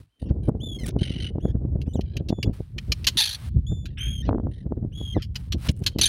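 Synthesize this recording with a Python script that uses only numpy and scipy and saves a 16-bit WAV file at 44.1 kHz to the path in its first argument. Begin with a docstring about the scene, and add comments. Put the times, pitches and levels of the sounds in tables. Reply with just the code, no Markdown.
"""Terns mobbing over open ground

Arctic terns mob an intruder: arched, throbbing 'kee-arr' cries and croaks, thin whistles, sharp 'kek' notes
and rasping rattles. A syrinx swinging freely is a harmonic series; one slapping shut is a noisy pulse train,
shaped by throat and beak. Harsh close rattles swell quickly and fade; the ground adds a faint tail.
Wind, as filtered noise and pressure pulses, rumbles and thumps on one microphone over patchy hiss and crackles."""
import sys
import numpy as np
from scipy import signal
from scipy.fft import rfft, irfft, next_fast_len
from scipy.io import wavfile
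from scipy.ndimage import map_coordinates

SR = 44100
rng = np.random.default_rng(int(sys.argv[2]) if len(sys.argv) > 2 else 0)


def unload_wav(signal):
    """Save mono or channel-first audio to the path in sys.argv[1] as 16-bit WAV at rate SR, clipped to [-1, 1]."""
    wavfile.write(
        sys.argv[1],
        SR,
        np.round(np.clip(np.atleast_2d(signal).T, -1, 1) * 32767).astype(np.int16),
    )


N = 268304
TIME = np.arange(N) / SR  # [s]
TOP_HZ = 16000  # upper band limit

# Throbbing cries: (time [s], length [s], crest delay [s], crest pitch [Hz], end pitch [Hz], base level [dB],
# swell to the end [dB], octave re fundamental [dB], mean break rate [1/s], roughness [0-1], onset rasp re base [dB])
CRY_CALLS = [(0.083, 0.17, 0.054, 3120, 3020, -80.5, 7, -24, 28.5, 0.04, -36),
             (0.598, 0.18, .055, 3550, 3230, -39.5, -0.5, -15, 34.6, .07, -44),
             (1.403, .11, 0.045, 3400, 3310, -53.5, -8, -8, 54, 0.2, -17.5),
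             (1.865, 0.069, .035, 3040, 2930, -59.5, -9, -2, 50, 0.06, -7),
             (3.978, .245, 0.14, 3272, 3142, -32, -10.5, -11.5, 40.8, .1, -8.5),
             (4.921, .222, 0.074, 3360, 3184, -44.5, 4, -15.5, 40, 0.15, -26.5)]
# Thin whistles: (time [s], length [s], crest delay [s], crest pitch [Hz], end pitch [Hz], level [dB],
# swell to the end [dB], octave re fundamental [dB], roughness [0-1])
WHISTLE_CALLS = [(1.934, 0.044, .011, 4100, 2770, -51.5, -6, -0.5, .17),
                 (1.981, 0.021, .006, 3140, 2920, -64, -3, -6, .3),
                 (2.292, 0.18, 0.033, 3500, 3400, -62, 6, -9.5, .01),
                 (3.666, 0.19, .02, 3552, 3475, -46, -17, -6.5, .015),
                 (5.918, 0.054, 0.012, 3300, 2970, -64, 4, -32, .15)]
# Distant rattles: (time [s], length [s], syllable rate [1/s], mean pulse rate at syllable start [1/s],
# base level [dB], swell to the end [dB], whistle re hoarse voice [dB], treble shelf [dB], roughness [0-1])
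RASP_CALLS = [(0.196, 0.067, 51, 910, -53.5, -5, -12, 6, .5),
              (0.431, 0.042, 49, 790, -53, 12, -21, 2.5, 0.42),
              (0.987, 0.31, 47, 743, -35.5, 2, 1.5, -5.5, 0.7),
              (2.036, .17, 51, 810, -62.5, 15.5, -15, -45, 0.22),
              (3.878, 0.086, 41, 900, -52, -17, -10, -27.5, .3),
              (4.512, 0.13, 45, 1880, -55.5, -4, -18.5, -4, 0.62)]
# Croaked syllables: (time [s], length [s], first pulse rate [1/s], last pulse rate [1/s], level [dB],
# roughness [0-1], treble shelf [dB])
CROAK_SYLLABLES = [(0.256, 0.028, 2880, 2700, -62.5, 0.2, -25), (0.285, 0.023, 1000, 550, -59, 0.33, -19),
                   (0.785, 0.024, 1080, 1030, -46, 0.01, 2), (0.807, 0.024, 1020, 1010, -48.5, 0.1, 6),
                   (0.832, 0.023, 2050, 1700, -44.5, 0.17, 3), (0.855, 0.019, 1220, 980, -45, 0.14, 1),
                   (0.874, 0.022, 800, 750, -41.5, 0.6, 10), (0.893, 0.0218, 760, 750, -52, 0.9, 1),
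                   (1.474, 0.046, 1800, 1700, -59.5, 0.6, -12), (4.223, 0.027, 1820, 1880, -52.5, 0.2, -11),
                   (4.248, 0.023, 980, 970, -51, 0.4, -15), (4.267, 0.033, 880, 710, -52.5, .3, -19.5),
                   (5.143, 0.022, 2070, 1900, -46.5, 0.14, -22),
                   (5.165, 0.026, 1850, 1630, -51.5, 0.3, -29), (5.187, 0.032, 580, 710, -54.5, 0.4, -20)]
# Harsh close screeches: (time [s], length [s], syllable rate [1/s], early hurry [s], sounding share [0-1],
# mean pulse rate at syllable start [1/s], roughness [0-1], peak level [dB], peak delay [s], peak half width [s])
SCREECH_CALLS = [(3.17, .195, 54.5, .0095, 0.86, 900, .55, -16.5, .024, 0.022),
                 (6.011, .08, 51, 0.00093, 1, 830, 0.57, -18, 0.0038, 0.021)]
# Clear whistled core of the second screech: (time [s], length [s], pitch [Hz], fundamental [dB], octave [dB],
# third harmonic [dB])
SHRIEK_TONES = [(6.013, 0.0093, 3055, -24, -17, -24.5), (6.04, 0.0084, 3774, -16.5, -33.5, -58),
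                (6.056, 0.014, 3130, -26, -23.5, -23)]
# 'Kek' notes: (time [s], level [dB], treble shelf [dB], fade time [s], beak resonance [Hz])
KEK_NOTES = [(1.815, -44.5, -7, 0.011, 2730), (2.009, -41, -11.5, 0.0099, 2670),
             (2.167, -33.5, -8, 0.0097, 2710), (2.2858, -36, -11.5, 0.015, 5340),
             (2.4278, -28, -11.5, 0.012, 2840), (2.7804, -31, -15.5, 0.012, 2300),
             (2.9186, -20, -11.5, 0.012, 5140), (3.043, -30, -9, 0.011, 2330),
             (3.068, -13.5, -6, 0.019, 4300), (3.8554, -41.5, -8.5, 0.015, 3660),
             (5.22, -37, -9.5, 0.022, 3010), (5.3549, -30, -9, 0.014, 3000),
             (5.5213, -26, -11, 0.015, 3470), (5.686, -25.5, -13, .013, 2780),
             (5.8368, -41, -2, 0.0086, 3860), (5.8626, -19, -7.5, 0.018, 4000),
             (5.9851, -25, -3, 0.0084, 3970), (5.994, -30.5, -9, 0.012, 3970)]

# Throat resonances as relative spectra: (frequency [Hz], density [dB])
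HOARSE_SPECTRUM = [(500, -25.5), (1000, -14.5), (1800, -1), (2700, 3), (3500, -1), (4300, -29.5),
                   (15000, -51)]
CROAK_SPECTRUM = [(700, -36), (1100, -16.5), (1450, 2), (2000, -0.5), (3300, 2), (4700, -7.5), (5500, -6.5),
                  (6500, -8), (7400, -29.5), (9500, -25.5), (15000, -31.5)]
FAR_SPECTRUM = [(700, -75), (1200, -23), (2000, -6.5), (2500, -13), (3000, 1), (3400, -11), (3900, -5),
                (5000, -17.5), (6500, -24.5), (7500, -38.5), (9200, -10.5), (11500, -30.5), (14000, -47)]
NEAR_SPECTRUM = [(500, -32), (1000, -28), (2000, -16.5), (2800, -14.5), (3400, -5), (4450, -3),
                 (5100, -18.5), (5900, -12), (8000, -27.5), (9800, -15), (12000, -23.5), (16000, -34.5)]
KEK_SPECTRUM = [(500, -26.5), (1000, -22.5), (2200, -10), (3100, -3.5), (3600, -11), (4200, -5),
                (5300, -8.5), (6500, -7.5), (8000, -17), (10500, -13.5), (15000, -16), (16500, -50)]

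# Scatter from the terrain: (frequency [Hz], decay time to -60 dB [s])
GROUND_DECAY = [(300, .3), (3000, 0.85), (12000, 0.1)]
# Wind on the microphone, before gusts and trim: (time [s], rumble level [dB], flutter level [dB])
WIND_LEVELS = [(0, -39.5, -55), (.11, -75, -100), (.18, -83, -69), (.23, -27, -35.5), (.85, -29, -35.5),
               (1.15, -27.5, -39.5), (1.8, -23, -36.5), (2.1, -29.5, -45.5), (2.4, -28, -35.5),
               (2.67, -40.5, -68.5), (2.85, -34, -60), (3.18, -33, -46), (3.3, -47, -94), (3.48, -29, -77),
               (3.85, -28, -44), (4.02, -29.5, -60), (4.22, -24, -49), (4.33, -29.5, -36),
               (4.58, -32.5, -51), (4.85, -30.5, -43), (5.1, -32, -58.5), (5.45, -34, -62.5),
               (6.08, -29.5, -38.5)]
# Relative spectra of the wind noise: (frequency [Hz], density [dB])
RUMBLE_SPECTRUM = [(15, -48), (25, -19), (40, 2.5), (62, 8.5), (110, 4), (200, -8), (320, -27.5),
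                   (500, -51.5), (900, -81)]
FLUTTER_SPECTRUM = [(100, -37), (200, 4), (300, 3.5), (500, -7.5), (750, -20.5), (1100, -34.5),
                    (1600, -46.5), (4000, -110)]
# Eddies, before the port leak: (time [s], pressure [dB], half width [ms], surrounding gust [dB])
EDDIES = [(.228, -17, 0.75, -3.5), (.312, -0.5, 1.54, -1.5), (.487, -1.5, 0.77, -4.5), (.494, -7, .4, -4),
          (.52, -12, 1.03, -1.5), (.552, -12.5, 0.76, -0.5), (.834, -15.5, 1.2, 0), (.889, -11, 1.2, 0.5),
          (.965, -7, 0.54, 3.5), (1.02, -4, 1.1, -8.5), (1.107, -12, 1.5, -4), (1.358, -10, 0.87, -3),
          (1.384, -12.5, 0.56, -3), (1.439, -13, 2.1, -7), (1.455, -3.5, 0.62, 0.5),
          (1.554, -4.5, 1.64, -3), (1.652, -9.5, 0.91, -5), (1.758, -6.5, 1.06, -3),
          (1.88, -7, 1.95, -10.5), (1.957, -7, 0.66, -4.5), (1.994, -5.5, 0.62, 0.5),
          (2.209, -10.5, 0.95, 2), (2.305, -7.5, 0.7, 5), (2.328, -5, 0.5, -12), (2.388, -14.5, 0.65, -5),
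          (2.478, -5.5, 1.07, 9), (2.497, -10, 0.98, 0.5), (2.606, -13.5, 0.81, 2), (2.77, -13.5, 5.8, 14),
          (2.901, -24, 2.5, 9), (3.163, -19, 1.45, -1), (3.57, -10.5, 14, 12), (3.722, -4, 2.2, 8.5),
          (4.292, -0.5, 0.17, 7.5), (4.311, -13.5, 0.3, 0.5), (4.33, -10, 0.3, 0.5), (4.348, -15, 0.31, 3),
          (4.383, -13.5, .35, 4), (4.4, -14.5, 0.38, -1.5), (4.47, -13.5, 0.4, 9), (4.666, -10, 1.5, 0),
          (4.723, -10, 0.49, 0.5), (4.777, -10.5, 1.57, 0), (4.828, -14, 1.18, 3), (4.85, -14, 0.98, 0),
          (5.014, -15, 0.65, 2.5), (5.167, -3.5, 0.44, 9), (5.177, -9, 0.62, 3.5), (5.548, -7, 1.75, 13),
          (5.697, -2, 1.19, 5.5), (5.821, -13.5, 1, 2), (5.962, -10.5, 0.96, -9.5),
          (5.992, -13.5, 0.21, 11)]
# Patches of airy hiss: (time [s], length [s], level [dB], swell to the end [dB])
AIR_PATCHES = [(0, 0.061, -63, -19), (2.527, 0.38, -54.5, -42.5), (2.769, 0.73, -63.5, 13),
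               (4.97, 0.2, -62.5, -4), (5.345, 0.15, -56.5, -10), (5.58, 0.1, -61, 24.5),
               (5.818, 0.12, -59.5, -7.5)]
# Relative spectrum of the hiss: (frequency [Hz], density [dB])
HISS_SPECTRUM = [(300, -1), (1000, 2), (4000, -1.5), (7000, -11), (9500, -5.5), (12000, -12.5),
                 (16000, -11.5)]
# Soft treble crackles, before their rising ramp: (time [s], length [s], level [dB])
CRACKLES = [(.481, 0.012, -47.5), (.726, 0.17, -43.5), (5.588, 0.133, -49.5), (5.751, 0.061, -52)]

CRY_SCOOP, CRY_ATTACK_S, CRY_ATTACK_DB = .17, 0.039, 12  # a cry starts this share flat, and this much softer
CRY_BELLY_DB = 0.5  # mid-cry boost
FRAY_SHARE = 1 / 3  # pitch of the hoarse voice over that of the whistle
BREAK_DEPTH, BREAK_WIDTH = .88, .15  # share of the level lost; half width in throb periods
BREAK_LIFT = .04  # share of pitch gained, times the squared depth of the gap
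ONSET_RASP_RATE, ONSET_RASP_FADE_DB = 800, 31.5  # mean pulses per second; loss by the end of the cry
WHISTLE_SCOOP, SCOOP_S = 0.057, 0.014  # share of pitch flat at the start; scoop time
ARCH_POWER = 0.88  # exponent of the pitch sag away from the crest; below 1 is pointed
RASP_EDGE_S, RASP_EDGE_DB, RASP_SAG_DB = 0.012, 7.5, 6  # soft outer syllables, slack middle
SYLLABLE_SCATTER_DB, PITCH_SCATTER = 1.5, .022  # standard deviations between rattle syllables
BEAK_DB, BEAK_WIDTH_HZ = 5.5, 580  # height and half width of the beak resonance
KEK_ATTACK_S, KEK_ATTACK_DB = 0.0018, 10.5  # rise time of a note; how much softer it starts
GUST_S, FLUTTER_GROWS = 0.032, 1.76  # half length of a gust; flutter gain in dB per dB of rumble
AIR_FLOOR_DB, AIR_EDGE_SHARE = -82, 0.021  # hiss between patches; share of a patch spent on each fade
CEILING, CEILING_HARDNESS = .55, 4  # limit as a share of full scale; how abruptly it is reached


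def amp(db):
    """Level in decibels as an amplitude ratio."""
    return 10 ** (np.asarray(db) / 20)


def unit(x):
    """Normalization to an rms of 1."""
    return x / np.sqrt(np.mean(x ** 2) + 1e-20)


def along(points, hz):
    """Linear interpolation of (frequency, value) points on a logarithmic frequency axis."""
    f, v = np.transpose(points)
    return np.interp(np.log(hz + 1), np.log(f + 1), v)


def curves(rows, t):
    """Linear interpolation in time of each column after the first."""
    s, *cols = np.transpose(rows)
    return [np.interp(t, s, c) for c in cols]


def wobble(rate, size):
    """Smooth random modulation: a spline through normal deviates, rate knots a second."""
    knots = rng.standard_normal(int(size * rate / SR) + 4)
    return map_coordinates(knots, [np.arange(size) * rate / SR])


def filtered(x, response):
    """Linear filtering: the spectrum of x times a response of frequency."""
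    m = next_fast_len(len(x) + 8192)
    return irfft(rfft(x, m) * response(np.fft.rfftfreq(m, 1 / SR)), m)[:len(x)]


def coloured(x, spectrum, treble_db=0):
    """Minimum-phase filtering: folding the cepstrum makes the resonances ring causally; rms 1."""
    m = 2 * next_fast_len(len(x) + SR // 10)
    hz = np.fft.rfftfreq(m, 1 / SR)
    shelf_db = along([(5000, 0), (8500, treble_db)], hz)
    cepstrum = irfft(np.log(amp(along(spectrum, hz) + shelf_db)))
    cepstrum[1:m // 2] *= 2
    cepstrum[m // 2 + 1:] = 0
    return unit(irfft(rfft(x, m) * np.exp(rfft(cepstrum)))[:len(x)])


def span(length):
    """Sample times from 0 to length, at least 16 of them."""
    return np.arange(max(int(length * SR), 16)) / SR


def fade(t, edge):
    """Sine-squared envelope that softens the start and end of a note."""
    return np.sin(np.pi / 2 * np.clip(np.minimum(t - t[0], t[-1] - t) / edge, 0, 1)) ** 2


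def add(track, s, x):
    """Superposition of x on the track from s seconds on."""
    part = track[round(s * SR):][:len(x)]
    part += x[:len(part)]


def whistle(pitch, levels_db, rough):
    """Free oscillation of the syrinx: harmonics sharing one tremor of phase and strength."""
    size = len(pitch)
    drifting = pitch * (1 + 0.0005 * wobble(210, size))
    phase = 2 * np.pi * np.cumsum(drifting) / SR + rough * wobble(720, size)
    stack = sum(amp(db) * np.sin(k * phase) for k, db in enumerate(levels_db, 1))
    return np.sqrt(2) * stack * (1 + rough * wobble(1000, size))


def clatter(rate, rough):
    """Impact excitation: the syrinx slaps shut unevenly, each pulse trailing a puff of turbulence."""
    size, rough = len(rate), np.clip(rough, 0, 1)
    cycles = np.cumsum(rate * np.exp(.13 * rough * wobble(900, size))) / SR + .9
    offset = ((cycles + .5) % 1 - .5) / rate  # seconds from the nearest slap
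    slaps = np.sinc(2 * TOP_HZ * offset) * np.exp(-(offset * TOP_HZ / 2) ** 2)
    pulses = slaps * amp(4 * rough * wobble(1000, size))
    puffs = rng.standard_normal(size) * np.exp(-2 * (cycles % 1))
    return unit(pulses - pulses.mean()) + rough * unit(puffs)


def harsh(rate, rough, throat, treble_db=0):
    """Source and filter: pulses through throat and beak resonances that vary from call to call."""
    def beak(hz):
        ripple = map_coordinates(rng.standard_normal(64), [hz / 400], mode="mirror")
        delay = .0009 * (1 + .5 * ripple)  # resonant frequencies linger, so the pulses run together
        return amp(3 * ripple) * np.exp(-2j * np.pi * np.cumsum(delay) * hz[1])
    return coloured(filtered(clatter(rate, rough), beak), throat, treble_db)


def arch(t, crest_s, crest_hz, end_hz, scoop):
    """Frequency glide of a call: it scoops up from below, crests and sags to its end."""
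    away = np.abs(t - crest_s) / max(t[-1] - crest_s, .001)
    sagging = crest_hz - (crest_hz - end_hz) * away ** ARCH_POWER
    return sagging * (1 - scoop * np.exp(-(t / SCOOP_S) ** 2))


def cries(third_db=-5, fourth_db=-12.5, fray_db=-17, fray_s=0.017):
    """Amplitude and frequency modulation: an arched tone breaks off repeatedly, its pitch flicking up each time."""
    out = np.zeros(N)
    for (s, length, crest_s, crest_hz, end_hz, db, swell_db,
         octave_db, rate, rough, rasp_db) in CRY_CALLS:
        t = span(length)
        u = t / length
        from_break = np.abs((t * rate + 0.045 * wobble(22, len(t)) + .5) % 1 - .5)
        gap = np.exp(-(from_break / BREAK_WIDTH) ** 3) * BREAK_DEPTH
        pitch = arch(t, crest_s, crest_hz, end_hz, CRY_SCOOP) * (1 + BREAK_LIFT * gap ** 2)
        attack_db = CRY_ATTACK_DB * np.maximum(1 - t / CRY_ATTACK_S, 0)
        level_db = db + swell_db * u + CRY_BELLY_DB * np.sin(np.pi * u) - attack_db
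        uneven_db = rough * 12 * wobble(35, len(t))  # rougher cries are also less even
        harmonics_db = [uneven_db, octave_db, octave_db + third_db, octave_db + fourth_db]
        tone = whistle(pitch, harmonics_db, rough)
        # towards the end a hoarse lower voice creeps in under the whistle
        fray = amp(fray_db) * np.exp((t - t[-1]) / fray_s)
        tone = tone + fray * harsh(FRAY_SHARE * pitch, 0.055, CROAK_SPECTRUM)
        add(out, s, amp(level_db) * tone * (1 - gap) * fade(t, 0.004))
        # a hoarse rasp sounds under the start of the cry and fades raggedly
        rasp = harsh(np.full(len(t), ONSET_RASP_RATE), 0.89, HOARSE_SPECTRUM)
        rasp = rasp * amp(1.3 * wobble(90, len(t)))
        fading = amp(db + rasp_db - ONSET_RASP_FADE_DB * u ** 2)
        add(out, s - .008, fading * rasp * (1 - gap / 2) * fade(t, 0.0055))
    return out


def croaks():
    """Pulse-train voicing: short syllables of stacked partials whose pulse rate glides, mostly downward."""
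    out = np.zeros(N)
    for s, length, first_rate, last_rate, db, rough, treble_db in CROAK_SYLLABLES:
        t = span(length)
        rate = np.linspace(first_rate, last_rate, len(t))
        voice = harsh(rate, rough, CROAK_SPECTRUM, treble_db)
        add(out, s, amp(db) * voice * fade(t, .005))
    return out


def screeches(fall=0.14):
    """Swelling rattle: harsh syllables rise to a peak and fade; piercing tones cut through the second."""
    out = np.zeros(N)
    for (s, length, rate, hurry_s, share, pulse_rate,
         rough, peak_db, peak_s, width_s) in SCREECH_CALLS:
        t = span(share / rate + 0.011)
        decay = np.exp(-np.maximum(t - .8 * share / rate, 0) / .003)
        shape = fade(t, .003) * (.12 + .88 * decay)
        for k, beat in enumerate(np.arange(0, length, 1 / rate)):
            after = beat - hurry_s * (1 - np.exp(-k / 1.3))
            swell = 1 / np.hypot(1, (after - peak_s) / width_s)
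            pulses = pulse_rate * np.exp(rng.normal(0, 0.036)) * (1 - fall * t / t[-1])
            voice = harsh(pulses, rough, NEAR_SPECTRUM)
            add(out, s + after, amp(peak_db) * swell * voice * shape)
    for s, length, pitch, *levels in SHRIEK_TONES:
        t = span(length)
        add(out, s, whistle(np.full(len(t), pitch), levels, rough=0.18) * fade(t, 0.0011))
    return out


def keks(rate=600, rough=.6):
    """Damped pulse train: slaps of the syrinx swell at once, slow down and fade; the open beak lifts one band."""
    out, t = np.zeros(N), span(.06)
    for s, db, treble_db, life, beak_hz in KEK_NOTES:
        slowing = rate * np.exp(rng.normal(0, 0.1) - 5 * t)
        voice = harsh(slowing, rough, KEK_SPECTRUM, treble_db)
        voice = unit(filtered(voice, lambda hz: amp(
            BEAK_DB * np.exp(-((hz - beak_hz) / BEAK_WIDTH_HZ) ** 2))))
        shape = fade(t, 0.00082) * (np.exp(-(t / life) ** 2) + 0.037 * np.exp(-t / life))
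        rise_db = KEK_ATTACK_DB * np.minimum(t / KEK_ATTACK_S - 1, 0)
        add(out, s, amp(db + rise_db) * voice * shape)
    return out


def rasps(pitch_hz=3030, fall=0.038):
    """Rapid syllabic modulation: a run of hoarse pulse trains, each mixed with a falling whistle."""
    out = np.zeros(N)
    for s, length, rate, pulse_rate, db, swell_db, tone_db, treble_db, rough in RASP_CALLS:
        t = span(1 / rate)
        shape = fade(t, 0.002) * (0.12 + np.exp(-(t * rate / 0.74) ** 5))
        for after in np.arange(0, length, 1 / rate):
            u = after / length
            edge = max(1 - min(after, length - after - t[-1]) / RASP_EDGE_S, 0)
            level_db = db + swell_db * u - RASP_SAG_DB * np.sin(np.pi * u) - RASP_EDGE_DB * edge
            bend = (1 + PITCH_SCATTER * rng.normal()) * (1 - fall * t * rate)
            hoarse = harsh(pulse_rate * bend, rough, FAR_SPECTRUM, treble_db)
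            harmonics_db = tone_db + np.array([0, -19, -21 + treble_db])
            tone = whistle(pitch_hz * bend, harmonics_db, .2)
            gain = amp(level_db + SYLLABLE_SCATTER_DB * rng.normal())
            add(out, s + after, unit(hoarse + tone) * shape * gain)
    return out


def whistles(third_db=-14, fourth_db=-21):
    """Sustained free oscillation: thin unbroken harmonic tones on an arch of pitch."""
    out = np.zeros(N)
    for s, length, crest_s, crest_hz, end_hz, db, swell_db, octave_db, rough in WHISTLE_CALLS:
        t = span(length)
        pitch = arch(t, crest_s, crest_hz, end_hz, WHISTLE_SCOOP)
        harmonics_db = [0, octave_db, octave_db + third_db, octave_db + fourth_db]
        tone = whistle(pitch, harmonics_db, rough)
        add(out, s, amp(db + swell_db * t / length) * tone * fade(t, 0.0018))
    return out


def terrain(x):
    """Diffuse scattering: convolution with noise that decays at a rate set by frequency."""
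    hz, t, z = signal.stft(rng.standard_normal(SR // 2), SR, nperseg=256)
    decay = amp(-60 * t / along(GROUND_DECAY, hz)[:, None])
    tail = signal.istft(z * decay, SR, nperseg=256)[1]
    return signal.fftconvolve(x, tail / np.linalg.norm(tail))[:N]


def wind(rumble_db=-1, flutter_db=-1, port_hz=48, wake_db=-19, wake_s=0.01):
    """Turbulent pressure at the microphone port: lumpy rumble, flutter riding on it, and sharp eddies in gusts."""
    low_db, mid_db = curves(WIND_LEVELS, TIME)
    lumps = wobble(55, N)
    rumble = coloured(rng.standard_normal(N) * amp(2 * lumps), RUMBLE_SPECTRUM)
    flutter = coloured(rng.standard_normal(N), FLUTTER_SPECTRUM)
    flutter = unit(flutter * amp(9 * np.tanh(lumps / 1.5) + 3 * wobble(130, N)))
    (eddies, wakes, gust_db), t = np.zeros((3, N)), span(.2) - .1
    for s, db, width_ms, swell_db in EDDIES:
        u = 1000 * t / width_ms
        push = amp(db) / (1 + u * u) * (1 + 0.094 * wobble(688, len(t)))
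        add(eddies, s + t[0], push * fade(t, 0.0076))
        wake = amp(db + wake_db) * np.exp(-(t / wake_s) ** 2)
        add(wakes, s + t[0], wake / (1 + width_ms / 2))  # small eddies churn the most
        add(gust_db, s + t[0], swell_db * np.exp(-(t / GUST_S) ** 2))
    churn_spectrum = [(80, -0.5), (250, 10.5), (650, -7.5), (950, -24.5), (1500, -34), (2200, -43), (5000, -110)]
    churn = wakes * coloured(rng.standard_normal(N), churn_spectrum)
    # the port leaks slow pressure, so each push swings back
    thumps = filtered(eddies, lambda hz: hz ** 4 / (hz ** 4 + port_hz ** 4) / (1 + (hz / 1700) ** 4))
    rumble = amp(low_db + gust_db + rumble_db) * rumble
    flutter = amp(mid_db + FLUTTER_GROWS * gust_db + flutter_db) * flutter
    gusts = rumble + flutter + thumps + churn
    return filtered(gusts, lambda hz: hz ** 4 / (hz ** 4 + 30 ** 4))  # the deepest bass escapes the port


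def rustle():
    """Strongly modulated noise: brief soft crackles that grow, high in the treble."""
    out = np.zeros(N)
    spectrum = [(2000, -7), (6000, -12), (8500, -0.5), (11000, -2.5), (13000, -24), (16000, -2.5)]
    for s, length, db in CRACKLES:
        t = span(length)
        grains = rng.standard_normal(len(t)) * amp(8 * wobble(300, len(t)))
        add(out, s, amp(db) * coloured(grains, spectrum) * fade(t, 0.00284) * (t / length))
    return out


def air():
    """Broadband noise under a slow envelope: a faint hiss that comes and goes in patches."""
    level = np.full(N, amp(AIR_FLOOR_DB))
    for s, length, db, swell_db in AIR_PATCHES:
        t = span(length)
        add(level, s, amp(db + swell_db * t / length) * fade(t, AIR_EDGE_SHARE * length))
    hiss = coloured(rng.standard_normal(N), HISS_SPECTRUM)
    return level * unit(hiss * amp(1.5 * wobble(330, N)))


def scene():
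    """Superposition of the birds, their scatter from the ground, the wind, hiss and crackles."""
    birds = cries() + whistles() + rasps() + croaks() + screeches() + keks()
    return (birds + amp(-38.5) * terrain(birds) + wind() + air() + rustle())[None]


def record(dry):
    """Saturation and band limiting: the strongest peaks are rounded off, then the top is cut."""
    held = dry / (1 + np.abs(dry / CEILING) ** CEILING_HARDNESS) ** (1 / CEILING_HARDNESS)
    return np.array([filtered(x, lambda hz: 1 / (1 + (hz / TOP_HZ) ** 80)) for x in held])


dry = scene()
out = record(dry)
unload_wav(out)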